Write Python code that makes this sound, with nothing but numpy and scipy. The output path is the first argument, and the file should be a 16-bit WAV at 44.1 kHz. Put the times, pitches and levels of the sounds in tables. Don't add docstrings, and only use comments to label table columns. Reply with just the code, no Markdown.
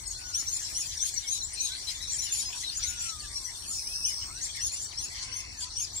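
import sys
import numpy as np
from scipy import signal
from scipy.fft import rfft, irfft, next_fast_len
from scipy.io import wavfile
from scipy.ndimage import uniform_filter1d, map_coordinates

SR = 44100
rng = np.random.default_rng(int(sys.argv[2]) if len(sys.argv) > 2 else 0)


def to_linear_factor(level_db):
    exponent = np.asarray(level_db, float) / 20
    return 10 ** exponent


def file_out(sig):
    cols = np.atleast_2d(sig).T
    lim = np.clip(cols, -1, 1)
    pcm = np.round(lim * 32767).astype(np.int16)
    wavfile.write(sys.argv[1], SR, pcm)


N = 264600

# time in seconds, level in dB.
EXCITEMENT = [(0, -46.5), (.23, -46), (.7, -40.5), (1.3, -42.5), (1.47, -45.5), (1.6, -41.5), (2.0, -42.5),
              (2.32, -40.5), (3.02, -43), (3.5, -44), (4.0, -45.5), (4.3, -45), (4.5, -42), (4.7, -43.5),
              (4.9, -45.5), (5.2, -43.5), (5.46, -47), (6.0, -44)]
# frequency in Hz, density in dB per Hz.
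HAZE_LOW = [(1500, -10), (2200, -1.5), (2800, -5.5), (3600, 2.5)]
HAZE_BODY = [(2240, -59), (3800, -14), (4260, -5), (4940, -9.5), (5610, -1.5), (7330, -12.5), (8000, -14.5),
             (10400, -17), (17600, -120)]
HAZE_TOP = [(4120, -38), (7000, -6.5), (9710, -9.5), (12000, -17), (12900, -18.5), (14800, -16),
            (15500, -23), (15800, -51)]
ROAD = [(15, -26), (25, -7.5), (48, 1.5), (74, -0.5), (103, -4), (173, -18), (301, -13.5), (505, -18),
        (880, -19), (1430, -20.5), (1800, -21.5), (2340, -36), (3960, -120)]
# frequency in Hz, correlation [0 to 1].
PORT_LIKENESS = [(60, 1), (300, 0.86), (700, 0.76), (1200, 0.52), (2500, 0.17), (8000, 0.06)]
# frequency in Hz, gain in dB.
MICROPHONE = [(25, -0.5), (45, 1), (9500, -1), (11500, -6), (15000, -1.5), (15760, -1), (15790, -80)]
# frequency in Hz, share of moments [0 to 1].
EMPTIED = [(1200, 0), (1500, .05), (2000, .08), (2700, .2), (3400, .07), (4000, .03), (9000, .04),
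           (10000, .3), (11500, .6), (13000, .46), (14800, .46), (15500, .8)]
# start in seconds, peak in dB.
TAPS = [
    (0.425, -44),
]
# start in seconds, length in seconds, pitch in Hz, pulses per second, level in dB.
CRICKETS = [
    (3.0, 1.58, 8350, 68.2, -47),
    (0, .7, 4400, 39.6, -48.5),
    (.7, 3.7, 4450, 39.6, -54),
    (4.4, 1.7, 4500, 39.6, -49.5),
    (0, 6, 5750, 90, -52),
]
# time in seconds, pitch in Hz, level in dB.
LOW_WHISTLES = [
    [(0, 1565, -72), (.2, 1499, -55), (.33, 1445, -56.5), (.42, 1340, -53)],
    [(2.78, 1260, -55), (2.84, 1488, -56.5), (3.03, 1410, -51), (3.17, 1228, -52.5), (3.32, 1166, -58),
     (3.55, 937, -66)],
    [(3.83, 1900, -52), (3.86, 2350, -54), (3.92, 2600, -49), (3.99, 2700, -47), (4.1, 2410, -49)],
    [(5.2, 2310, -57), (5.3, 2120, -58), (5.52, 2000, -61), (5.565, 1760, -53), (5.6, 1680, -52),
     (5.635, 1400, -57)],
    [(1.99, 3700, -40), (2.04, 4050, -37), (2.075, 3500, -39)],
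    [(0, 2070, -62), (.12, 2015, -57)],
    [(4.27, 1154, -59), (4.34, 1400, -57), (4.41, 1694, -50)],
]
# start in seconds, length in seconds, pitch in Hz, pulses per second, level in dB.
CHURRS = [
    (2.363, .428, 2920, 41, -53),
    (2.419, 0.18, 930, 91, -57),
    (4.162, 0.153, 1040, 68.5, -55),
]
# start in seconds, length in seconds, centre in Hz, width in Hz, level in dB.
RASPS = [(0.073, 0.071, 6820, 3970, -41), (0.602, 0.053, 6460, 3000, -48),
         (1.868, 0.056, 5050, 6500, -35.5), (2.099, 0.075, 7100, 2520, -35),
         (5.141, 0.066, 3260, 2200, -45), (2.334, 0.071, 10300, 1800, -38), (2.552, 0.085, 6500, 4500, -38),
         (2.788, 0.068, 4660, 2500, -37), (3.304, 0.62, 10480, 1500, -49.5),
         (4.557, 0.017, 6250, 6000, -37.5), (5.219, 0.036, 4800, 1500, -37.5),
         (5.221, 0.032, 8100, 2500, -42.5), (5.602, 0.048, 5530, 4150, -36), (1.874, 0.38, 2180, 600, -55),
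         (2.85, 0.26, 2800, 910, -49.5)]
# start in seconds, length in seconds, pitch in Hz,
# pulses per second, level in dB.
WHEEZES = [(3.68, .64, 5450, 378, -35), (3.5, .75, 9500, 378, -50), (3.55, .7, 11500, 378, -56),
           (3.72, .42, 10100, 378, -49), (3.76, .5, 10900, 378, -50), (3.6, .8, 14300, 378, -59),
           (3.65, .7, 15300, 378, -62), (1.52, .2, 4400, 123, -48), (1.54, .27, 3750, 123, -44),
           (1.62, .19, 3350, 123, -43), (5.14, .32, 3050, 150, -53), (5.16, .42, 2120, 150, -52.5),
           (5.16, .46, 2600, 150, -53), (5.14, .3, 1550, 150, -62), (5.14, .4, 1030, 150, -60),
           (5.62, .14, 1300, 90, -57)]
# start in seconds, length in seconds, centre in Hz, width in Hz, pulses per second, level in dB.
RATTLES = [
    (1.55, .25, 4000, 260, 61.5, -40.5),
]
# start in seconds, length in seconds, # pitch in Hz, level in
# dB.
PIPS = [(0.058, 0.033, 8400, -36), (0.073, 0.013, 6670, -27.5), (0.105, 0.015, 6640, -29),
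        (0.056, 0.028, 5260, -37.5), (0.629, .03, 7560, -38), (0.855, .027, 7120, -34.5),
        (0.883, 0.024, 6470, -32.5), (0.912, 0.019, 3950, -38), (1.161, 0.033, 5830, -27.5),
        (1.35, 0.033, 6780, -38), (1.399, .022, 5750, -35), (1.31, 0.065, 3954, -36.5),
        (1.566, 0.026, 4150, -35), (1.867, 0.04, 4010, -35), (1.908, 0.029, 6550, -42),
        (1.946, 0.026, 3560, -41), (2.151, 0.023, 6900, -34), (2.359, 0.048, 6940, -31),
        (2.378, 0.036, 3850, -44), (2.449, 0.049, 5120, -35.5), (2.484, 0.014, 6520, -33),
        (2.716, 0.032, 5020, -34.5), (3.02, 0.074, 5660, -39), (3.084, 0.026, 4095, -40.5),
        (3.195, 0.01, 9340, -36.5), (3.35, 0.036, 5630, -33.5), (3.358, .036, 4130, -42),
        (4.44, 0.03, 5660, -41), (4.49, 0.023, 3326, -40.5), (2.129, 0.023, 7550, -32),
        (2.82, 0.02, 4250, -35.5), (2.86, 0.02, 3900, -34.5), (3.042, 0.054, 6870, -40),
        (3.731, 0.047, 6900, -39.5), (4.508, .016, 5460, -40), (4.542, 0.058, 3640, -47),
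        (2.345, 0.038, 10300, -38), (4.545, .02, 1843, -48), (4.925, 0.024, 2150, -51),
        (1.16, 0.029, 4200, -43), (5.954, 0.042, 7540, -33), (5.61, .04, 4740, -37), (5.62, .02, 9400, -40),
        (1.24, 0.052, 2210, -48), (1.57, 0.089, 2450, -48.5), (5.28, .05, 483, -60),
        (2.15, 0.053, 9500, -40), (5.62, 0.071, 1000, -58)]
MORE_PIPS = [(2.183, 0.027, 5600, -31.5), (2.21, .04, 4000, -42), (2.29, 0.042, 3500, -41.5),
             (2.405, 0.021, 5400, -31), (2.635, 0.022, 4050, -34), (2.96, .04, 3450, -46),
             (1.18, 0.022, 3450, -47), (1.37, .015, 3650, -39), (.145, .02, 4150, -41)]
# start in seconds, length in
# seconds, first pitch in Hz, last pitch in Hz, level in dB.
RISES = [(0, 0.073, 7800, 8350, -43), (.245, 0.032, 6500, 7400, -41.5), (.59, .061, 6050, 6620, -37),
         (.69, .02, 6060, 7030, -42), (1.135, 0.012, 6850, 7600, -28.5), (1.7, 0.056, 1450, 1580, -51),
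         (1.885, 0.043, 4830, 5140, -37), (2.02, .06, 5150, 5490, -39.5), (2.075, .04, 5550, 6050, -33.5),
         (2.11, .028, 6260, 7550, -29), (2.33, .04, 5400, 5740, -40), (2.52, 0.067, 5280, 5900, -42.5),
         (3.67, 0.072, 1060, 1400, -59.5), (4.055, .065, 2890, 3010, -47.5), (4.71, .07, 2300, 2960, -51),
         (4.775, 0.039, 5890, 6500, -36), (4.81, .05, 6750, 7810, -35.5), (2.755, .03, 8300, 9000, -38),
         (2.83, 0.028, 8400, 9020, -39), (3.33, .05, 5300, 5750, -40.5), (.6, .05, 6600, 7600, -41),
         (1.36, .04, 5290, 5820, -37), (5.085, 0.072, 1924, 2030, -54.5)]
CLIMBS = [
    (2.748, .045, 5500, 7700, -31.5),
    (1.423, .052, 6400, 8250, -33.5),
    (.325, 0.026, 4600, 5500, -38),
]
FALLS = [(.27, 0.057, 6770, 6280, -38.5), (0.082, 0.027, 8400, 7300, -44), (1.383, .016, 5800, 5600, -35),
         (3.77, 0.033, 8000, 4800, -38), (3.77, 0.029, 5900, 5200, -41), (3.085, 0.0253, 7300, 6000, -36),
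         (3.085, 0.0245, 5900, 5300, -36), (2.4, 0.0223, 6300, 6500, -34), (2.13, .03, 3400, 3050, -46),
         (4.466, .015, 7900, 7000, -36), (4.676, .014, 7200, 5300, -34), (4.905, .03, 4300, 2200, -46),
         (1.6, .022, 6800, 5800, -35), (5.843, .012, 7000, 3400, -30), (1.665, 0.0138, 5800, 4200, -31),
         (1.5, 0.013, 7500, 5500, -39), (5.015, 0.048, 3050, 2400, -52), (4.435, .035, 2650, 1900, -53),
         (5.79, 0.0405, 3100, 2400, -50.5), (.78, .04, 3200, 2600, -49), (.4, 0.019, 6900, 6000, -35),
         (3.42, 0.027, 7100, 7800, -41), (0.97, 0.013, 5800, 5520, -30), (1.225, 0.043, 4020, 2900, -41.5),
         (1.41, 0.02, 4370, 3650, -32.5), (1.53, 0.024, 9450, 8300, -34.5), (1.95, 0.023, 7150, 6700, -40),
         (2.41, 0.025, 11000, 9300, -30.5), (2.6, .03, 7000, 5640, -35), (2.635, 0.062, 4100, 3680, -36),
         (2.69, 0.0197, 4500, 4060, -32.5), (2.68, .023, 8930, 8400, -44), (3.195, 0.017, 4910, 4090, -36),
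         (3.235, .03, 1800, 1570, -47), (3.44, .07, 6100, 5360, -34.5), (3.62, 0.047, 4600, 2160, -50),
         (3.91, 0.035, 4460, 2460, -50), (4.22, 0.029, 2610, 1200, -51.5), (4.585, 0.015, 1800, 1820, -43),
         (2.243, .052, 6100, 3900, -40), (4, 0.028, 4400, 3140, -55), (4.985, 0.024, 4500, 3950, -38),
         (5.16, 0.035, 4630, 3900, -45), (5.21, 0.019, 4680, 4300, -37)]
# start in seconds, length in seconds, upper voice in Hz, lower voice in Hz, level in dB.
ARCHED_CALLS = [(0.991, 0.084, 6590, 2470, -26.5), (1.261, 0.1, 6585, 2533, -28),
                (1.58, 0.094, 6520, 2350, -28.5), (2.176, 0.098, 6880, 2780, -32.5),
                (2.82, .1, 6810, 3020, -30.5), (5.308, 0.11, 6450, 2930, -34.5)]
CLIMBING_CALLS = [(0.329, 0.086, 6520, 2877, -28), (.455, 0.13, 6800, 2110, -31),
                  (0.74, 0.087, 6500, 2960, -29.5), (4.028, 0.08, 6260, 2990, -28.5),
                  (4.403, 0.07, 7100, 2170, -33.5), (4.589, 0.097, 6390, 2880, -29),
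                  (4.962, 0.1, 6380, 2690, -33.5), (5.563, 0.081, 7300, 2040, -39.5),
                  (5.747, 0.099, 6370, 3010, -30.5), (5.922, 0.06, 7200, 2060, -39.5)]
SHORT_CALLS = [
    (2.312, 0.045, 7050, 2800, -27.5),
    (2.986, 0.052, 7200, 2714, -35),
    (3.67, .06, 6970, 2770, -34.5),
    (4.71, 0.051, 7120, 2760, -34),
]


def unit(x):
    return x / np.sqrt(np.mean(x ** 2) + 1e-20)


def along(points, hz):
    f, v = np.transpose(points)
    return np.interp(np.log(hz + 1), np.log(f + 1), v)


def wobble(rate, size=N):
    knots = rng.standard_normal(int(size * rate / SR) + 4)
    return map_coordinates(knots, [np.arange(size) * rate / SR])


def filtered(x, response):
    m = next_fast_len(x.shape[-1] + 2048)
    spectrum = rfft(x, m) * response(np.fft.rfftfreq(m, 1 / SR))
    return irfft(spectrum, m)[..., :x.shape[-1]]


def add(out, s, sound, side_db):
    for channel, db, late in ((0, 0.013, 0), (1, -side_db, rng.integers(16))):
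        spot = out[channel, round(s * SR) + late:][:len(sound)]
        spot += to_linear_factor(db) * sound[:len(spot)]


def swell(size, edge_s):
    t = np.arange(size) / SR
    to_edge = np.minimum(t, t[::-1])
    return np.sin(np.pi / 2 * np.clip(to_edge / edge_s, 0, 1)) ** 2


def rush(spectrum, patchy_db):
    z = signal.stft(rng.standard_normal((2, N)), nperseg=512)[2]
    field = uniform_filter1d(rng.standard_normal(z.shape[1:]), 5, axis=0)
    field = uniform_filter1d(field, 8, axis=1)
    pair = signal.istft(z * to_linear_factor(patchy_db * unit(field)), nperseg=512)[1][:, :N]
    closed = [(spectrum[0][0] * .7, -70), *spectrum, (spectrum[-1][0] * 1.3, -70)]

    def shared_and_differing(hz):
        turn = np.arccos(np.clip(along(PORT_LIKENESS, hz), -1, 1)) / 2
        return to_linear_factor(along(closed, hz)) * [np.cos(turn), np.sin(turn)]

    shared, differing = filtered(pair, shared_and_differing)
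    return unit(np.array([shared + differing, shared - differing]))


def road():
    return to_linear_factor(-51.5 + 0.88 * wobble(2.84)) * rush(ROAD, patchy_db=2.0)


def colony_blur():
    t = np.arange(N) / SR
    body_db = np.interp(t, *np.transpose(EXCITEMENT))
    swing_db = body_db - body_db.mean()
    settling_db = 1.1 * (t - N / 2 / SR)
    body = to_linear_factor(body_db + 1.0) * rush(HAZE_BODY, patchy_db=5.0)
    top = to_linear_factor(-49 + 1.33 * swing_db - settling_db) * rush(HAZE_TOP, patchy_db=5.5)
    low = to_linear_factor(-53.5 + 1.72 * swing_db) * rush(HAZE_LOW, patchy_db=6.5)
    return body + top + low * to_linear_factor([[2.4], [-2.6]])


def background():
    return (colony_blur() + road()) * to_linear_factor([[1.8], [-1.8]])


def tap():
    out, t = np.zeros((2, N)), np.arange(400) / SR
    for s, db in TAPS:
        dull = uniform_filter1d(rng.standard_normal(len(t)), size=9) * 3
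        add(out, s, to_linear_factor(db - 60 * t / 0.046) * dull, side_db=-4)
    return out


def voice(length, hz, shake):
    size = int(length * SR)
    glide = np.interp(np.linspace(0, 1, size), [0, .55, 1], hz)
    glide = uniform_filter1d(glide, size // 6 + 1, mode="nearest")
    glide = glide * (1 + shake * wobble(245.3, size))
    return 2 * np.pi * (np.cumsum(glide) / SR + rng.random())


def flutter(size, depth_db):
    unsteady_db = depth_db * (wobble(70, size) + .5 * wobble(400, size))
    return 2 ** .5 * unit(to_linear_factor(unsteady_db)) * swell(size, edge_s=.014)


def whistles(rows, sides):
    out = np.zeros((2, N))
    for (s, length, *hz, db), side_db in zip(rows, sides):
        phase = voice(length + .01, hz, shake=.01)
        tone = np.sin(phase) + to_linear_factor(-22.0) * np.sin(2 * phase)
        breath = flutter(len(phase), depth_db=3.5 * min(1, hz[1] / 5000))
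        add(out, max(s - .005, 0), to_linear_factor(db) * breath * tone, side_db)
    return out


def pulsed(rows, scatter, sharp, edge, side_db, tonal, uneven_db, sweep=2.5):
    out = np.zeros((2, N))
    for s, length, hz, width_hz, rate, db in rows:
        size = int(length * SR)
        turns = np.cumsum(rate * (1 + scatter * wobble(rate / 2, size))) / SR
        gate = np.abs(np.sin(np.pi * turns)) ** sharp * to_linear_factor(uneven_db * wobble(25.06, size))

        def resonance(f):
            low_cut = f ** 6 / (f ** 6 + (.5 * hz) ** 6)
            return np.exp(-((f - hz) / width_hz) ** 2) * low_cut

        falling_hz = hz * (1 + .006 * wobble(40, size)) + sweep * width_hz * (.5 - turns % 1)
        chirp = np.sin(2 * np.pi * np.cumsum(falling_hz) / SR)
        carrier = unit(filtered(rng.standard_normal(size), resonance)) + tonal * chirp
        add(out, s, to_linear_factor(db) * unit(gate * carrier) * swell(size, edge * min(length, .15)), side_db)
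    return out


def far_birds(count=600):
    u = rng.random((count, 6))
    start = N / SR * u[:, 0]
    length = .02 + .03 * u[:, 1]
    knee = 3900 + 5000 * u[:, 5] ** 1.3
    slope = .5 * (u[:, 2] - .55)
    db = np.interp(start, *np.transpose(EXCITEMENT)) - 9.5 + 6 * np.log10(u[:, 4])
    rows = np.c_[start, length, knee * (1 - slope), knee, knee * (1 + slope * u[:, 3]), db]
    return whistles(rows, -2 + 12 * u[:, 3])


def crickets():
    rows = [(s, length, hz, 240, rate, db) for s, length, hz, rate, db in CRICKETS]
    return pulsed(rows, scatter=.004, sharp=2, edge=.3, side_db=3.5, tonal=4, uneven_db=1.3, sweep=3)


def low_whistles():
    out = np.zeros((2, N))
    for rows in LOW_WHISTLES:
        s, hz, db = np.transpose(rows)
        t = np.arange(s[0], s[-1], 1 / SR)
        glide = uniform_filter1d(np.interp(t, s, hz), size=900, mode="nearest")
        glide = glide * (1 + .005 * wobble(200, len(t)))
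        tone = np.sin(2 * np.pi * np.cumsum(glide) / SR)
        loudness = to_linear_factor(np.interp(t, s, db)) * flutter(len(t), depth_db=1.5)
        add(out, max(s[0], 0), loudness * tone, side_db=11)
    return out


def wheezes():
    rows = [(s, length, hz, .055 * hz, rate, db) for s, length, hz, rate, db in WHEEZES]
    return pulsed(rows, scatter=.04, sharp=1.5, edge=.8, side_db=2, tonal=.6, uneven_db=1)


def rattle():
    return pulsed(RATTLES, scatter=.01, sharp=7, edge=.2, side_db=5, tonal=1, uneven_db=1.5)


def call_ends(rows, lead, length, hz, width_hz, end_db, grows):
    return [(s + call_length - lead, length, hz, width_hz, end_db + grows * (db + 28.5))
            for s, call_length, _, _, db in rows]


def rasps():
    ends = call_ends(ARCHED_CALLS, lead=.027, length=.052, hz=6200, width_hz=6000, end_db=-38.5, grows=2.7)
    ends += call_ends(CLIMBING_CALLS, lead=.024, length=.027, hz=6200, width_hz=6100, end_db=-40.5, grows=.28)
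    ends += call_ends(SHORT_CALLS, lead=.0065, length=.088, hz=7150, width_hz=4000, end_db=-36.5, grows=.23)
    rows = [(*row[:4], 345, row[4]) for row in RASPS + ends]
    rows += [(s, length, hz, .34 * hz, rate, db) for s, length, hz, rate, db in CHURRS]
    return pulsed(rows, scatter=0.111, sharp=2.0, edge=0.11, side_db=3.0, tonal=0, uneven_db=3.5)


def slurs(rows, knee):
    return [(s, length, a, a + knee * (b - a), b, db) for s, length, a, b, db in rows]


def short_whistles():
    rows = [(s, length, .985 * hz, 1.012 * hz, .98 * hz, db) for s, length, hz, db in PIPS + MORE_PIPS]
    rows += slurs(RISES, knee=.72) + slurs(FALLS + CLIMBS, knee=.55)
    rows += [(s + .56 * length, .048, .9 * hz, .85 * hz, .75 * hz, db - 7)
             for s, length, hz, low_hz, db in ARCHED_CALLS + CLIMBING_CALLS if low_hz > 2600]
    return whistles(rows, 3 + 8 * rng.random(len(rows)))


def calls(rows, start, end, sum_db, side_db):
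    out = np.zeros((2, N))
    for s, length, hz, low_hz, db in rows:
        up = voice(length, hz * np.array([start, 1, end]), shake=.013)
        low = voice(length, low_hz * np.array([.85, 1, 1.02]), shake=.03)
        coupling_db = np.linspace(-8, 2, len(up))
        build_db = np.interp(np.linspace(0, 1, len(up)), [0, .25, .6, 1], [-4, 1, 1, -2])
        partials = [(up, 0), (low, -29), (up + low, sum_db + coupling_db),
                    (up - low, -22), (2 * up, -21), (up + 2 * low, -23)]
        call = np.zeros(len(up))
        for phase, gain_db in partials:
            call += to_linear_factor(db + gain_db + build_db) * flutter(len(up), depth_db=3) * np.sin(phase)
        add(out, s, call, side_db)
    return out


def weaver_calls():
    arched = calls(ARCHED_CALLS, start=.805, end=1.02, sum_db=-7.5, side_db=7)
    climbing = calls(CLIMBING_CALLS, start=.79, end=1.09, sum_db=-7.5, side_db=4)
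    short = calls(SHORT_CALLS, start=.945, end=1.035, sum_db=-4, side_db=2)
    return arched + climbing + short


def leaves(x, t60):
    t = np.arange(SR // 3) / SR
    tail = rng.standard_normal((2, len(t))) * to_linear_factor(-60 * t / t60)
    return signal.fftconvolve(x, tail / np.linalg.norm(tail[0]), axes=1)[:, :N]


def scene():
    near = weaver_calls() + short_whistles() + low_whistles() + rasps() + wheezes() + rattle()
    grass = crickets()
    far = far_birds()
    scatter = to_linear_factor(-5.0) * leaves(near + 0.52 * grass + 0.7 * far, t60=0.17)
    return background() + tap() + grass + far + near + scatter


def thinned(x, size=2048, count=5):
    hz, _, z = signal.stft(x, SR, nperseg=size, noverlap=size * 3 // 4)
    power = (np.abs(z) ** 2).mean(0)[:len(hz) // count * count] + 1e-20
    band_db = 10 * np.log10(power.reshape(-1, count, z.shape[2]).mean(1))
    moment_db = 10 * np.log10(power.sum(0))
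    whim = unit(uniform_filter1d(rng.standard_normal(band_db.shape), size=4, axis=1))
    need = uniform_filter1d(band_db - .8 * moment_db, size=3, axis=1) + 4.5 * whim
    rank = need.argsort(1).argsort(1) / need.shape[1]
    share = along(EMPTIED, hz[count // 2::count])[:len(rank), None]
    keep = np.repeat(rank >= share, count, axis=0)
    z[:, :len(keep)] *= keep
    return signal.istft(z, SR, nperseg=size, noverlap=size * 3 // 4)[1][:, :N]


def roll_off(x):
    return signal.sosfilt(signal.butter(12, 15800, fs=SR, output="sos"), x)


def record(dry):
    left, right = filtered(dry, lambda hz: to_linear_factor(along(MICROPHONE, hz)))
    late_left = np.roll(left, 45)
    mix = thinned(np.array([late_left, right]))
    return roll_off(mix)


dry = scene()
out = record(dry)
file_out(out)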